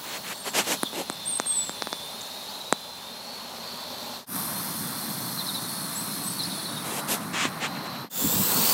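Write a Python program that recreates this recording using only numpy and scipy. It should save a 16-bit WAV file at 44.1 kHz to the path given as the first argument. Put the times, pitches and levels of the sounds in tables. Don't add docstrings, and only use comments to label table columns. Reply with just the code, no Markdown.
import sys
import numpy as np
from scipy import signal
from scipy.io import wavfile
from scipy.ndimage import uniform_filter1d

SR = 44100
rng = np.random.default_rng(int(sys.argv[2]) if len(sys.argv) > 2 else 0)


def store_pcm(level_fs):
    pcm = np.round(np.clip(level_fs, -1, 1) * 32767).astype(np.int16)
    wavfile.write(sys.argv[1], SR, np.atleast_2d(pcm).T)


N = 384993
T = np.arange(N) / SR

# (time [s], fade-out [s], fade-in [s])
FADES = [(4.261, 0.1, 0.095), (8.096, 0.086, 0.11)]
# (time [s], wind [dB], traffic [dB], rotor hiss [dB], breeze [dB])
BED_LEVELS = [
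    [(0, -54, -45.5, -42.5, -60), (.4, -50.5, -44.5, -44, -58), (.8, -48, -44.5, -40.5, -60),
     (1.1, -51.5, -45.5, -45, -47), (2.55, -56, -43.5, -42.5, -50), (2.8, -60, -46.5, -45.5, -51.5),
     (3.5, -58, -42.5, -45.5, -47), (4.12, -56, -40.5, -42, -49.5)],
    [(4.4, -38.5, -39, -36.5, -47), (5.46, -39, -40, -37.5, -49.5), (6.45, -38, -40.5, -37.5, -46.5),
     (6.85, -38, -39, -41.5, -46.5), (7.25, -38.5, -37, -44, -53), (7.55, -40, -38, -47.5, -49),
     (7.95, -40.5, -38.5, -52, -46.5)],
    [(8.2, -41, -38, -31.5, -46), (8.45, -36.5, -34.5, -28.5, -42.5), (8.73, -41.5, -31, -23.5, -37)],
]


def gain_of(db):
    return 10 ** (np.asarray(db) / 20)


def unit_rms(x):
    return x / np.sqrt(np.mean(x ** 2) + 1e-20)


def superpose(events):
    mix = np.zeros(N)
    for start, sound in events:
        part = mix[round(start * SR):][:len(sound)]
        part += sound[:len(part)]
    return mix


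def unroll(rows):
    times, *columns = np.transpose(rows)
    t = np.arange(times[0], times[-1], 1 / SR)
    return times[0], [np.interp(t, times, c) for c in columns]


def bed_levels(t):
    passage = np.searchsorted([fade[0] for fade in FADES], t)
    curves = [[np.interp(t, times, c) for c in columns] for times, *columns in map(np.transpose, BED_LEVELS)]
    return np.choose(passage, np.array(curves))


def drift(n, span_s):
    size = max(int(span_s * SR), 2)
    return unit_rms(uniform_filter1d(uniform_filter1d(rng.standard_normal(n), size), size))


def noise(spectrum, patchy_db, size=1024, n=N):
    frames, hz = n * 4 // size + 5, np.fft.rfftfreq(size, 1 / SR)
    real, imag, patches = rng.standard_normal((frames, len(hz), 3)).T
    patches = uniform_filter1d(patches, size=size // 64, axis=0)
    patches = unit_rms(uniform_filter1d(patches, size=12, axis=1))
    knots_hz, db = np.transpose(spectrum)
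    colour = np.interp(np.log(hz + 1), np.log(knots_hz + 1), db, -90, -90)
    bins = (real + 1j * imag) * gain_of(colour[:, None] + patchy_db * patches)
    return unit_rms(signal.istft(bins, nperseg=size, noverlap=size * 3 // 4)[1][:n])


def passage_noise(spectra, patchy_db, size=1024):
    lengths = np.diff([0] + [round(fade[0] * SR) for fade in FADES] + [N])
    return np.concatenate([noise(spectrum, patchy_db, size, n) for spectrum, n in zip(spectra, lengths)])


def narrowband(hz, width_hz):
    carrier = np.exp(2j * np.pi * np.cumsum(hz) / SR)
    pole = np.exp(-np.pi * width_hz / SR)
    baseband = rng.standard_normal(len(hz)) * carrier.conj()
    envelope = signal.lfilter([1], [1, -2 * pole, pole * pole], baseband)
    return unit_rms((carrier * envelope).real)


def rotor_band(rows, width_hz):
    start, (hz, db) = unroll(rows)
    return start, gain_of(db) * narrowband(hz, width_hz)


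def wind():
    # (frequency [Hz], relative density [dB])
    rumble_spectrum = [(18, -60), (30, -25), (75, -25), (115, -7), (184, 1.5), (284, -5), (409, -20),
                       (500, -18), (650, -55), (1100, -120)]
    buffet_spectrum = [(40, -40), (70, -15), (110, 0), (150, -1), (220, -40)]
    # (peak time [s], rise of the rumble [dB], half length [s])
    gusts = [(.63, 4.5, 0.18), (1.79, 6, 0.083), (8.248, 16.5, .05), (8.357, 14, 0.03), (8.409, 14, 0.032),
             (8.564, 7.5, 0.11)]
    rumble = noise(rumble_spectrum, patchy_db=1.33, size=2048) * gain_of(0.62 * drift(N, 0.023))
    buffet = gain_of(-6) * noise(buffet_spectrum, patchy_db=1.5, size=2048)
    surge = gain_of(sum(db * np.clip(1 - abs(T - peak) / half_s, 0, 1) for peak, db, half_s in gusts))
    return surge * rumble + (surge - 1) * buffet


def breeze():
    # (frequency [Hz], relative density [dB])
    spectrum = [(900, -37), (1500, -8.5), (2500, -1.5), (5500, -4.5), (8000, -18), (10000, -40)]
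    return noise(spectrum, patchy_db=0.96, size=512)


def traffic():
    # (frequency [Hz], relative density [dB])
    spectra = [
        [(24, -63), (40, -33), (75, -7), (139, -16.5), (234, -2), (254, -1), (272, -18), (309, -33), (365, -4),
         (466, -8.5), (615, -1), (702, -7), (840, -1), (2000, -15.5), (2600, -33), (4400, -120)],
        [(180, -11), (300, -6), (409, -9.5), (507, -12), (548, -6.5), (822, -5.5), (1090, -2.5), (2000, -12.5),
         (2600, -22), (4400, -120)],
        [(180, -31), (300, -9), (409, -6), (472, -1), (608, -7), (911, -3), (2000, -12.5), (2600, -29),
         (4400, -120)],
    ]
    return passage_noise(spectra, patchy_db=1.13)


def hiss_ridges():
    # (width [Hz], curve of (time [s], centre [Hz], relative level [dB]))
    ridges = [ (850, [(0, 12000, -7), (1.3, 12600, -10), (3, 11300, -12), (3.6, 12500, -8),
              (4.25, 12100, -8)]), (700, [(0, 10100, -10), (1.3, 10600, -7), (2.2, 10400, -12),
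              (3, 9700, -12), (3.5, 10600, -12), (4.25, 10400, -18)]), (800, [(1.3, 9300, -12),
              (1.9, 9000, -3), (2.3, 9400, -12)]), (1000, [(0, 15300, 0), (.6, 15000, -18),
              (1.5, 14100, -8), (4.25, 14500, -19)]), (1200, [(4.27, 12200, 4), (4.9, 12600, -3),
              (5.3, 12300, -1), (5.75, 12700, -6), (6.25, 12300, -2.5), (6.6, 12750, -18),
              (7.2, 12850, -10), (8.09, 12800, 6.5)]), (1050, [(4.27, 9800, 0.5), (5.2, 9900, -10),
              (5.7, 10050, -2), (7, 9900, -2), (7.6, 9900, -14)]), (900, [(4.27, 14900, -11),
              (5.3, 15600, -15), (5.9, 15300, -30)]), (650, [(8.1, 10800, -10), (8.22, 11200, -7),
              (8.32, 12350, 2), (8.55, 12300, -2), (8.62, 13500, -2), (8.73, 14000, -3)]),
              (950, [(8.1, 14700, 4), (8.3, 15300, 3), (8.73, 15400, -4)]), (950, [(8.1, 7040, -4),
              (8.25, 7400, 0), (8.73, 8800, -8.5)]), ]
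    size = 256
    t = np.arange(N * 4 // size + 5) * size / 4 / SR
    hz = np.fft.rfftfreq(size, 1 / SR)[:, None]
    power, hiss_db = np.zeros((len(hz), len(t))), bed_levels(t)[2]
    for width_hz, rows in ridges:
        times, *columns = np.transpose(rows)
        on = (t >= times[0]) & (t < times[-1])
        centre, db = (np.interp(t[on], times, c) for c in columns)
        bell = np.exp(-4 * ((hz - centre) / width_hz) ** 2)
        power[:, on] += gain_of(hiss_db[on] + db) ** 2 / width_hz * bell
    real, imag = rng.standard_normal((len(t), len(hz), 2)).T
    bins = (real + 1j * imag) * np.sqrt(power)
    return 12.3 * signal.istft(bins, nperseg=size, noverlap=size * 3 // 4)[1][:N]


def rotor_hiss(gain):
    # (frequency [Hz], relative density [dB])
    spectra = [
        [(2200, -12), (3000, -6.5), (3600, 0), (4300, -1), (4900, -4.5), (7000, -9.5), (8200, -10),
         (11000, -10.5), (13400, -14.5), (15300, -13), (15900, -17)],
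        [(2200, -40), (3000, -16), (3500, -4), (4250, -7.5), (4800, -5), (5500, -5), (7400, -11.5), (8500, -2),
         (11200, -4.5), (14000, -8.5), (15900, -9.5)],
        [(1500, -36), (2600, -10), (4340, -7), (6300, -9), (8130, -5), (10500, -10.5), (12300, -5.5),
         (15900, -8)],
    ]
    blade_hz = 124 * (1 + 0.0207 * drift(N, 0.28))
    phase = 2 * np.pi * np.cumsum(blade_hz) / SR
    flutter = 1 + 0.077 * np.cos(phase) + 0.043 * np.cos(phase / 2)
    flutter *= gain_of(0.7 * drift(N, 0.0025))
    return flutter * (hiss_ridges() + gain * passage_noise(spectra, patchy_db=1.16, size=512))


def motor_whines():
    # (time [s], pitch [Hz], level [dB])
    motors = [
        [(0, 4250, -48), (.45, 4400, -51), (.8, 4140, -48), (1.22, 4230, -48), (1.42, 4170, -49),
         (1.62, 4230, -47), (1.85, 4320, -53), (2.2, 4250, -49), (2.45, 4220, -48), (2.9, 4250, -62),
         (3.03, 4300, -52), (3.14, 4180, -47), (3.33, 4420, -44), (3.55, 4180, -50), (3.7, 4370, -49),
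         (4.25, 4250, -56)],
        [(0, 3850, -50), (.5, 3900, -64), (1.2, 3790, -54), (1.38, 4020, -50), (1.5, 4010, -51),
         (1.65, 4060, -48), (1.9, 3950, -50), (2.05, 4050, -49), (2.2, 4200, -51), (2.6, 4050, -54),
         (3.1, 3870, -58), (3.3, 4050, -54), (4.04, 3980, -52), (4.1, 4120, -50), (4.25, 4000, -50)],
        [(.76, 3690, -42), (1, 3530, -54), (1.27, 3570, -44), (1.4, 3570, -47), (1.5, 3480, -42),
         (1.63, 3530, -43), (1.7, 3620, -46), (1.8, 3520, -47), (2, 3500, -42), (2.15, 3660, -47),
         (2.3, 3830, -51), (2.47, 3900, -48), (2.56, 3800, -56), (2.65, 3780, -44), (2.75, 3960, -44),
         (2.87, 4130, -49), (2.96, 4050, -48), (3.03, 4280, -52)],
        [(2.15, 3530, -48), (2.3, 3670, -47), (2.5, 3750, -50), (2.62, 3800, -54), (2.75, 3500, -52),
         (3, 3550, -50), (3.12, 3650, -49), (3.3, 3750, -64), (3.85, 3510, -50.5), (4.25, 3640, -54)],
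        [(4.3, 4040, -49), (4.62, 4260, -47), (4.85, 4140, -48), (5.05, 4080, -45), (5.15, 4230, -46),
         (5.33, 4090, -47), (5.52, 4200, -45), (5.78, 4290, -44), (5.95, 4120, -47), (6.2, 4130, -45),
         (6.4, 4180, -55), (7.6, 4100, -60), (7.8, 4100, -48), (7.9, 4020, -47), (8.09, 4060, -49)],
        [(4.3, 4350, -64), (4.85, 4270, -49), (5.05, 4370, -47), (5.75, 4430, -47), (6.1, 4250, -49),
         (6.42, 4450, -44), (6.58, 4280, -43), (6.7, 4440, -43.5), (7, 4270, -61), (7.7, 4300, -56),
         (7.88, 4330, -50), (8.09, 4370, -52)],
        [(4.3, 3510, -65), (4.8, 3490, -52), (5.4, 3480, -57), (6.3, 3570, -58), (6.6, 3500, -50),
         (7, 3500, -62)],
        [(5.1, 3880, -66), (5.8, 3800, -53), (6.1, 3800, -54), (7, 3970, -48), (7.15, 3940, -67),
         (7.85, 4030, -59), (7.95, 3900, -54), (8.09, 4080, -53)],
    ]
    for rows in motors:
        start, (hz, db) = unroll(rows)
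        n = len(hz)
        hz = hz * (1 + .005 * drift(n, .025) + .0033 * drift(n, .006))
        line = np.sqrt(2) * np.sin(2 * np.pi * np.cumsum(hz) / SR) * gain_of(1.8 * drift(n, 0.02))
        halo = narrowband(hz, width_hz=280)
        yield start, gain_of(db) * (.85 * line + .7 * halo) * signal.windows.tukey(n, .05)


def swishes():
    # (start [s], peak [s], end [s], peak level of the middle band [dB],
    # then relative to that band: bass [dB], upper middle [dB], treble [dB])
    strokes = [(.02, 0.164, .2, -37, -6.5, -2.5, -9), (0.227, 0.323, .35, -34.5, -8.5, -4.5, -6.5),
               (0.437, 0.48, .51, -32, -2.5, -2.5, -4), (0.529, 0.588, .64, -23.5, -3.5, -0.5, -5.5),
               (0.618, 0.647, .69, -42, -10, 2, -1), (0.653, 0.725, .77, -28.5, -0.5, 1, -2),
               (.92, 0.999, 1.05, -36.5, 5, -1.5, -3), (6.829, 6.994, 7.02, -37.5, 1, -0.5, 2),
               (7.068, 7.118, 7.19, -31, -0.5, 2, 4), (7.188, 7.22, 7.27, -45, -6, -3, -12),
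               (7.321, 7.435, 7.5, -25.5, -13, -4.5, -27), (7.594, 7.647, 7.69, -27.5, -9, -6, -24),
               (7.727, 7.765, 7.8, -39, -4, -12, -18), (7.829, 7.862, 7.89, -42, -6, -5, -18),
               (7.921, 7.957, 7.98, -43, -8, -9, -18)]
    # (lower edge [Hz], upper edge [Hz])
    bands = [(200, 900), (900, 3300), (3300, 8000), (8000, 13000)]
    filters = [signal.butter(3, edges, "bandpass", fs=SR, output="sos") for edges in bands]
    for start, peak, end, peak_db, bass_db, upper_db, treble_db in strokes:
        pressed, eased = start + 0.02, peak + 0.36 * (end - peak)
        _, (db,) = unroll([(start, -23), (pressed, -6.5), (peak, 0), (eased, -3), (end, -22)])
        n = len(db)
        slips = rng.standard_normal(n) * gain_of(1.1 * drift(n, 0.00019))
        bass, middle, upper, treble = (unit_rms(signal.sosfilt(sos, slips)) for sos in filters)
        rub = middle + gain_of(bass_db) * bass + gain_of(upper_db) * upper + gain_of(treble_db) * treble
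        yield start, gain_of(peak_db + db) * rub * signal.windows.tukey(n, .15)


def chirp_curve(start, rise_s, fall_s, peak_db, start_hz, peak_hz, end_hz, blur):
    peak = start + rise_s
    return [(start, peak_db - 7, start_hz, blur), (peak, peak_db, peak_hz, blur),
            (peak + fall_s, peak_db - 13, end_hz, blur)]


def bird_calls():
    # (time [s], level [dB], pitch [Hz], noise share of power [0-1])
    whistles = [
        [(1.25, -28, 7150, .3), (1.258, -31.5, 8340, 0.4), (1.3, -29, 8860, .05), (1.322, -32, 8620, .05),
         (1.335, -27, 8420, .05), (1.378, -31, 8600, .2), (1.388, -31, 6600, .4)],
        [(1.452, -13, 8050, .1), (1.468, -28.5, 8590, .1), (1.505, -22.5, 8400, .03), (1.544, -30, 8250, 0.2),
         (1.575, -23, 7970, 0), (1.62, -31, 7830, 0), (1.66, -42, 7600, .05), (1.72, -39, 7530, .1)],
    ]
    # (start [s], rise [s], fall [s], peak level [dB], pitch at start, peak and end [Hz])
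    high_notes = [(.345, .018, .01, -44, 8050, 8250, 8100), (.372, 0.04, .022, -41, 8700, 8580, 8550),
                  (.368, 0.011, .018, -48, 7400, 7500, 7250), (.43, 0.014, .02, -45, 7350, 7550, 7650),
                  (.488, 0.02, .014, -41, 7700, 7600, 7260), (.528, .008, .008, -44, 7400, 7500, 7500),
                  (1.124, .004, .006, -37, 7460, 8350, 9600), (1.143, .004, .005, -44, 7800, 8500, 9400),
                  (2.208, .006, .008, -34.5, 5860, 6680, 8050), (2.26, .005, .007, -44, 6100, 6350, 6600),
                  (5.946, 0.042, 0.064, -33.5, 7460, 8070, 8200),
                  (6.232, 0.044, 0.054, -30.5, 7800, 8270, 8150)]
    low_notes = [(.855, .013, .017, -31, 3576, 3545, 3220), (.95, .012, .012, -40, 2800, 2750, 2650),
                 (2.475, .022, .018, -38, 3990, 4550, 5050), (2.518, .035, .045, -40, 3600, 4150, 4350),
                 (2.59, .025, .025, -40, 3800, 4000, 4080), (5.37, .03, .012, -30.5, 4230, 4030, 4000),
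                 (5.4, .015, .015, -36, 3700, 3600, 3450), (5.463, .027, .02, -28.5, 4130, 3960, 3400),
                 (5.463, .009, .01, -41, 5150, 5080, 5000), (5.535, .01, .008, -42, 5120, 5070, 5000),
                 (5.54, .013, .042, -31, 4150, 4000, 3480), (5.63, .013, .047, -39, 4090, 3970, 3620),
                 (6.388, .014, .034, -27, 4200, 4140, 3700), (6.427, .009, .009, -31, 3924, 4900, 5800),
                 (6.438, .012, .03, -31, 4000, 4400, 4400), (6.495, .022, .028, -34, 4040, 3950, 3500),
                 (6.59, .015, .015, -41, 4150, 4030, 4020), (6.645, .015, .02, -36, 4140, 4050, 3950),
                 (6.688, .012, .014, -37, 3800, 3720, 3650), (6.718, .018, .012, -37, 3700, 3850, 3950),
                 (6.755, .03, .025, -37, 3800, 3680, 3880)]
    high = [chirp_curve(*row, blur=.35) for row in high_notes]
    low = [chirp_curve(*row, blur=.42) for row in low_notes]
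    for rows in whistles + high + low:
        start, (db, hz, blur) = unroll(rows)
        pure = np.sqrt(2) * np.sin(2 * np.pi * np.cumsum(hz) / SR)
        call = np.sqrt(1 - blur) * pure + np.sqrt(blur) * narrowband(hz, width_hz=320)
        yield start, gain_of(db) * call * signal.windows.tukey(len(hz), .2)


def scatter(sound, t60_s=0.35):
    t = np.arange(6000) / SR
    echoes = rng.standard_normal(len(t)) * gain_of(-60 * t / t60_s)
    return signal.oaconvolve(sound, echoes / np.linalg.norm(echoes))[:N]


def shell_clicks():
    # (time [s], knock [dB], thump [dB], tick [dB], tick pitch [Hz], crack [dB])
    impacts = [(0.8328, 3, -15, 2, 9800, -13), (0.931, -14.5, -9, -4.5, 10500, -16),
               (1.0994, -1.5, -19, -0.5, 8200, -12), (1.3995, 3.5, -45, -1, 6940, -18),
               (1.4612, -12, -22, -20, 5000, -20), (1.6947, -4, -25, -5, 7700, -11),
               (1.8223, -1.1, -39, 2, 4540, -13), (1.8716, -4.5, -27, -13.5, 5000, -13),
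               (1.9293, -2.5, -38, -1, 5300, -12), (2.7261, 11.5, -47, -2.5, 7900, -15.5),
               (4.3628, -10, -23, 3, 10300, -26), (7.4533, -2.5, -11, -10.5, 4930, -19),
               (8.0452, -18, 2, 0, 4560, -16)]
    t = np.arange(3000) / SR
    rise = (1 - np.exp(-t / 0.000079)) ** 2
    radiation = signal.butter(4, 190, "highpass", fs=SR, output="sos")

    def mode(hz, t60_s):
        return np.sin(2 * np.pi * hz * t) * gain_of(-60 * t / t60_s) * rise

    knock, thump, crack = mode(1010, 0.0016), mode(317, 0.011), mode(3530, 0.0031)
    for start, knock_db, thump_db, tick_db, tick_hz, crack_db in impacts:
        tick = mode(tick_hz, 0.001)
        ring = knock + gain_of(thump_db) * thump + gain_of(crack_db) * crack - gain_of(tick_db) * tick
        yield start, gain_of(knock_db) * signal.sosfilt(radiation, ring)


def blade_hum():
    # (time [s], pitch [Hz], level [dB])
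    curve = [(2.8, 239, -62), (3.4, 234, -54), (4.25, 237, -53)]
    yield rotor_band(curve, width_hz=16.4)


def whirr():
    # (time [s], pitch [Hz], level [dB])
    curves = [
        [(3.5, 4320, -54), (3.7, 4350, -42.5), (4.25, 4300, -48)],
        [(7, 3980, -59), (7.75, 4100, -46.5), (8.09, 4170, -46)],
    ]
    for rows in curves:
        yield rotor_band(rows, width_hz=660)


def spool_up():
    # (time [s], pitch [Hz], level [dB])
    curve = [(8.1, 3530, -36.5), (8.28, 3490, -42.5), (8.45, 4040, -47), (8.58, 4440, -35),
             (8.73, 4520, -30)]
    yield rotor_band(curve, width_hz=200)


def scene():
    wind_gain, traffic_gain, hiss_gain, breeze_gain = gain_of(bed_levels(T))
    mix = wind_gain * wind() + breeze_gain * breeze() + traffic_gain * traffic() + rotor_hiss(hiss_gain)
    for source in (motor_whines, swishes, shell_clicks, blade_hum, whirr, spool_up):
        mix += superpose(source())
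    birds = superpose(bird_calls())
    mix += birds + gain_of(-9.5) * scatter(birds)
    return np.array([mix, mix])


def record(dry):
    bass_hz, edge_hz, ceiling = 70, 15850, 1.05
    fade = np.ones(N)
    for dip, out_s, in_s in FADES:
        fade *= np.clip(np.maximum((dip - T) / out_s, (T - dip) / in_s), .02, 1)
    thinned = signal.sosfilt(signal.butter(2, bass_hz, "highpass", fs=SR, output="sos"), dry * fade)
    rounded = ceiling * np.tanh(thinned / ceiling)
    lowpass = signal.firwin(1023, edge_hz, window=("kaiser", 9), fs=SR)
    return signal.oaconvolve(rounded, lowpass[None], "same")


dry = scene()
out = record(dry)
store_pcm(out)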